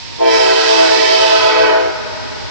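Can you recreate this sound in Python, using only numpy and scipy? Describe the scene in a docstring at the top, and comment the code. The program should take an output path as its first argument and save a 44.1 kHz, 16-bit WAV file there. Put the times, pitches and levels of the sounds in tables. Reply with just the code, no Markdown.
"""A five-bell air horn on an approaching freight locomotive gives one long blast at a level crossing.
Each bell is a stack of overtones; the chord starts sharp, settles, then sags and dulls as the valve closes.
Trees along the line and distant woods throw it back, as delayed copies lower in pitch and a long noise-like tail.
Diesel rumble and rail hiss, both shaped noise, lie underneath with a faint whine.
The two microphone channels are opposed in the bass."""
import sys
import numpy as np
from scipy import signal
from scipy.fft import rfft, irfft, next_fast_len
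from scipy.io import wavfile
from scipy.ndimage import map_coordinates

SR = 44100
rng = np.random.default_rng(int(sys.argv[2]) if len(sys.argv) > 2 else 0)


def master_out(mix):
    """Clip the mix to full scale and print it as 16-bit PCM to the path in sys.argv[1]."""
    frames = np.transpose(np.atleast_2d(mix))
    ceiling = np.clip(frames, -1, 1)
    pcm = np.round(ceiling * 32767).astype(np.int16)
    wavfile.write(sys.argv[1], SR, pcm)


N = 110250
T = np.arange(N) / SR  # time of every sample, in seconds

# The train. Each row: time in seconds, diesel level in dB, rail hiss level in dB, hiss left minus right in dB.
TRAIN_LEVELS = [(0, -35, -31.5, -3), (.3, -32, -31, -5.5), (.7, -35, -19.5, -10.5), (1.3, -32, -22.5, -1),
                (2.0, -29.5, -29.5, -0.5), (2.5, -28.5, -30.5, -1.5)]
# Tone colour of the diesel rumble. Each row: frequency in Hz, level in dB.
RUMBLE_COLOUR = [(20, -20), (32, -14.5), (47, -7), (62, -5.5), (80, -6.5), (98, 0.5), (125, -10),
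                 (180, -13.5), (260, -9.5), (400, -17), (900, -22.5), (2000, -52.5)]
# Tone colour of the rail hiss. Each row: frequency in Hz, level in dB.
HISS_COLOUR = [(300, -31.5), (700, -15), (1000, -3), (1300, -11.5), (1900, -4), (3000, -3.5), (4000, -1.5),
               (5200, -0.5), (6300, -11.5), (8000, -20.5), (9500, -46)]
# Likeness of the two channels for sound from all around. Each row: frequency in Hz, likeness from -1 to 1.
CHANNEL_LIKENESS = [(100, -.96), (200, -.95), (330, -0.9), (600, -0.35), (1000, 0.14), (2000, -0.0031)]
# Tone colour of the tree echoes. Each row: frequency in Hz, level in dB.
TREE_COLOUR = [(330, -9.5), (650, -9), (880, -10.5), (1050, 7), (1400, 6), (2500, 1), (5000, 1.5),
               (9000, 4.5)]
# Tone colour of the long tail from the woods. Each row: frequency in Hz, level in dB.
WOODS_COLOUR = [(330, -18.5), (500, -12), (650, -19), (880, -13), (1100, -3), (2000, -5), (3200, -14.5),
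                (6000, -7.5)]
# How long the woods ring on. Each row: frequency in Hz, time to fall by 60 dB in seconds.
WOODS_FADE_TIME = [(300, 2.27), (700, 3.21), (2000, 3.52), (5000, 2.64)]
# The four low bells. Each row: fundamental in dB, octave in dB, upper overtones in dB.
LOW_BELL_LEVELS = [(-22.5, -14, -3.5), (-21.5, -21.5, -3.5), (-18, -18.5, 0), (-21.5, -29, 0.5)]
# The top bell, a single row: fundamental in dB, octave in dB, upper overtones in dB.
TOP_BELL_LEVELS = (-12, -40, 6.64)
# Drift of pitch. Each row: time in seconds, low bells in percent, top bell in percent.
PITCH_DRIFT = [(.2, 1.9, .35), (.31, .9, .2), (.4, .45, .05), (.5, .15, 0), (.68, -.2, 0), (1.0, -.1, 0),
               (1.25, -.05, -.05), (1.45, -.7, -.25), (1.72, -1.4, -.85)]
# Air supply. Each row: time in seconds, level in dB, brightness corner in Hz, brassiness in dB.
AIR_SUPPLY = [(.19, 0.5, 1560, -8), (.23, 1.5, 2760, -8), (.28, 4, 4720, -3), (.34, 1, 8340, 1.5),
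              (.55, 1, 8100, -0.5), (.85, 4.5, 8000, -1.5), (1.33, 1.5, 7240, 1), (1.5, 3.5, 3240, -1),
              (1.65, 6, 2040, 1.5), (1.78, 2, 1320, 0.5), (1.9, -1.5, 854, 10.5)]
# Upper overtones shared by all bells. Each row: frequency in Hz, level in dB.
OVERTONE_LEVELS = [(950, -23), (1150, -40), (1320, -34), (1550, -34), (1700, -33.5), (2000, -37.5),
                   (2300, -34), (2600, -36.5), (2780, -28), (3250, -36), (3550, -35), (3900, -39),
                   (4300, -35), (5100, -35.5), (6300, -44), (8000, -55.5), (9500, -67)]
# The way to the microphone. Each row: time in seconds, direct level in dB, tree echo level in dB,
# nearness (0 is far, 1 is near, and it may pass 1).
PATH_LEVELS = [(.2, 0.5, -1, 0), (.75, -2, 0.5, 0.04), (1.0, -3, 0.5, .1), (1.35, -2, 2, 0.27),
               (1.62, -6, 3, 1), (1.8, -1, -2, 1.5), (1.95, -2, -6.5, 0.9)]
# Direct sound at the microphone. 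Each row: frequency in Hz, lead of the left channel in radians.
LEFT_LEAD = [(330, -2.8), (386, -2.7), (445, -1.7), (515, -3.5), (655, -2.95), (770, -2.8), (890, -1.5),
             (1030, -.2), (1300, 1.6), (2000, 7.5), (3300, 20), (5200, 33), (9000, 54)]
# Change of that lead when near. Each row: frequency in Hz, change in radians.
NEAR_LEAD_CHANGE = [(330, 0.61), (386, 0.11), (445, -0.59), (515, 1.64), (655, 0.54), (770, .6),
                    (890, -0.33), (1030, 1.5), (1300, -0.94), (2000, 0.15)]
# Balance of direct sound and tree echoes. Each row: frequency in Hz, left minus right in dB.
LEFT_RIGHT_BALANCE = [(330, -2), (480, 4.5), (650, -1), (1000, -0.5), (1400, 3), (2000, -9), (3000, -6),
                      (5200, -9), (6500, 3.5), (9000, 11.5)]

WHINE_HZ, WHINE_START_DB, WHINE_RISE_DB_PER_S = 926, -39.5, 0.5
# the most sideways trees: share of pitch lost, and how much weaker they are
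DOPPLER_LOSS, TREE_FADE_DB = .085, 9.5
TREE_DELAY_SCALE_S = .12  # multiplied by a random factor for each tree

LOW_BELLS_HZ, TOP_BELL_HZ = [330.3, 385.6, 445.6, 513.8], 650.4
START_S, ATTACK_S, RELEASE_S = .172, .045, 0.039
LOW_STOPS_S, TOP_STOP_S = [1.91, 1.94, 1.91, 1.88], 1.815
ROLL_OFF = 4.14  # steepness of the overtones above the brightness corner
# air turbulence on the way: swing in dB, random knots a second, phase swing
SHIMMER_DB, SHIMMER_RATE, SMEAR_RAD_PER_KHZ = 2.5, 7.956, 0.14
# slower fading as the path over the ground changes: swing in dB, random knots a second
FADING_DB, FADING_RATE = 1.73, 3.485
TOP_BELL_ECHO_DB = -5.5  # this bell points down the track, so less of it reaches the trees
TOP_BELL_NEAR_DB = 0.5  # gain per unit of nearness, as the locomotive closes in

TOP_HZ = 9650  # nothing is kept from here up
AGC_DB, AGC_S, AGC_SLOPE = -10.5, 0.3, 0.25  # gain control: level where it bites, averaging time, strength


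def amp(db):
    """Turn decibels into gain."""
    return np.exp(np.asarray(db) * np.log(10) / 20)


def unit(x):
    """Scale to an rms (average strength) of 1."""
    return x / np.sqrt(np.mean(x ** 2) + 1e-20)


def along(points, hz):
    """Read a value between (Hz, value) points on a log frequency axis."""
    f, v = np.transpose(points)
    return np.interp(np.log(hz + 1), np.log(f + 1), v)


def curves(rows):
    """Draw one curve over time for each column after the time."""
    s, *cols = np.transpose(rows)
    return [np.interp(T, s, c) for c in cols]


def wobble(rate, size=400):
    """Make a smooth random curve through `rate` random knots a second."""
    s = np.linspace(0, T[-1], size)
    smooth = map_coordinates(rng.standard_normal(size), [s * rate], mode="wrap")
    return np.interp(T, s, smooth)


def filtered(x, response):
    """Change the level and phase of each frequency in x by a response."""
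    m = next_fast_len(N + SR // 4)  # spare room at the end
    spectrum = rfft(x, m) * response(np.fft.rfftfreq(m, 1 / SR))
    return irfft(spectrum, m)[..., :N]


def diffuse(pair, colour):
    """Colour two signals and mix them as the microphone hears sound from all around."""
    def response(hz):
        likeness = np.clip(along(CHANNEL_LIKENESS, hz), -.98, .98)
        turn = np.arccos(likeness) / 2
        return amp(along(colour, hz)) * np.array([np.cos(turn), np.sin(turn)])
    mid, side = filtered(pair, response)
    return np.array([mid + side, mid - side])


def diesel_rumble(level_db):
    """The engine is noise shaped towards the bass, with a small random wobble in level."""
    level = amp(level_db + 1.2 * wobble(12))
    return level * unit(diffuse(rng.standard_normal((2, N)), RUMBLE_COLOUR))


def rail_hiss(level_db, pan_db):
    """Wheels on rail make bright noise that shifts between the channels."""
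    pan = np.array([pan_db, -pan_db]) / 2
    level = amp(level_db + pan + 0.17 * wobble(6.69))
    return level * unit(diffuse(rng.standard_normal((2, N)), HISS_COLOUR))


def whine():
    """A faint steady tone wavers in level and phase, separately in each channel."""
    pair = []
    for ear in range(2):
        level = amp(WHINE_START_DB + WHINE_RISE_DB_PER_S * T + 4.5 * wobble(6.2))
        pair.append(level * np.sin(2 * np.pi * WHINE_HZ * T + 1.1 * wobble(18)))
    return np.array(pair)


def train():
    """The approaching train adds engine rumble, rail hiss and whine."""
    diesel_db, hiss_db, pan_db = curves(TRAIN_LEVELS)
    return diesel_rumble(diesel_db) + rail_hiss(hiss_db, pan_db) + whine()


def woods(pair):
    """Distant woods smear the sound into a long tail of fading noise, each pitch at its own rate."""
    hz, t, z = signal.stft(rng.standard_normal((2, 2 * SR)), SR, nperseg=256)
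    fade = amp(-60 * t / along(WOODS_FADE_TIME, hz)[:, None])
    build_up = 1 - np.exp(-t / 0.045)
    tail = signal.istft(z * fade * build_up, SR, nperseg=256)[1]
    return signal.fftconvolve(pair, tail / np.linalg.norm(tail[0]), axes=1)[:, :N]


def trees(x, count=48):
    """Trees beside the track miss part of the Doppler rise, so their echoes sound flat and late."""
    pair = np.zeros((2, N))
    for ear in pair:
        for i, (place, lag) in enumerate(rng.random((count, 2))):
            aside = ((i + place) / count) ** 1.3  # 0 is ahead, 1 is most sideways
            first_delay = TREE_DELAY_SCALE_S * (.1 + lag * (.4 + aside))
            delay = first_delay + DOPPLER_LOSS * aside * (T - START_S)  # a growing delay lowers the pitch
            ear += amp(-TREE_FADE_DB * aside) * np.interp(T - delay, T, x)
    return unit(pair) * np.std(x)


def bell(hz, levels, stop_s, drift_percent):
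    """A diaphragm and its flare give a harmonic series whose top needs full air pressure."""
    first_db, octave_db, upper_db = levels
    level_db, corner_hz, brass_db = curves(AIR_SUPPLY)
    dull = (hz / corner_hz) ** ROLL_OFF
    pitch = hz * (1 + drift_percent / 100) * (T > START_S)
    phase = 2 * np.pi * np.cumsum(pitch) / SR
    out = np.zeros(N)
    for k in range(1, int(TOP_HZ / hz) + 1):
        if k == 1:
            db = first_db
        elif k == 2:
            db = octave_db
        else:
            db = upper_db + brass_db + along(OVERTONE_LEVELS, k * hz)
        shimmer = SHIMMER_DB * wobble(SHIMMER_RATE) + FADING_DB * wobble(FADING_RATE)
        smear = SMEAR_RAD_PER_KHZ * k * hz / 1000 * wobble(SHIMMER_RATE)
        smear += (k > 2) * rng.uniform(0, 2 * np.pi)  # upper overtones start at random phases
        level = amp(db + shimmer) / np.sqrt(1 + dull * k ** ROLL_OFF)
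        out += level * np.cos(k * phase + smear)
    attack = np.clip((T - START_S) / ATTACK_S, 0, 1) ** 2
    release = np.clip((stop_s - T) / RELEASE_S + .5, 0, 1)
    return out * attack * release * amp(level_db)


def horn():
    """Five bells sound one chord, heard directly, off the trees and from the woods."""
    low_drift, top_drift = curves(PITCH_DRIFT)
    direct_db, echo_db, nearness = curves(PATH_LEVELS)
    low = sum(bell(hz, levels, stop, low_drift)
              for hz, levels, stop in zip(LOW_BELLS_HZ, LOW_BELL_LEVELS, LOW_STOPS_S))
    top = bell(TOP_BELL_HZ, TOP_BELL_LEVELS, TOP_STOP_S, top_drift)
    top = amp(TOP_BELL_NEAR_DB * nearness) * top

    sides = np.array([[.5], [-.5]])  # half of each difference goes to the left, half to the right
    far = filtered(low + top, lambda hz: np.exp(1j * sides * along(LEFT_LEAD, hz)))
    close = filtered(far, lambda hz: np.exp(1j * sides * along(NEAR_LEAD_CHANGE, hz)))
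    direct = amp(direct_db) * (far + np.clip(nearness, 0, 1) * (close - far))

    echoes = trees(low + amp(TOP_BELL_ECHO_DB) * top)
    tree_sound = amp(echo_db) * diffuse(echoes, TREE_COLOUR)
    balanced = filtered(direct + tree_sound, lambda hz: amp(sides * along(LEFT_RIGHT_BALANCE, hz)))
    return balanced + diffuse(woods(echoes), WOODS_COLOUR)


def scene():
    """The horn sounds over the approaching train."""
    return horn() + train()


def record(dry):
    """Gain control ducks loud sound, peaks beyond full scale clip, and the band ends steeply."""
    keep = np.exp(-1 / (AGC_S * SR))
    power = signal.lfilter([1 - keep], [1, -keep], np.mean(dry ** 2, axis=0))
    gain = (1 + power / amp(AGC_DB) ** 2) ** -AGC_SLOPE
    held = np.clip(dry * gain, -1, 1)
    return filtered(held, lambda hz: hz < TOP_HZ)


dry = scene()
out = record(dry)
master_out(out)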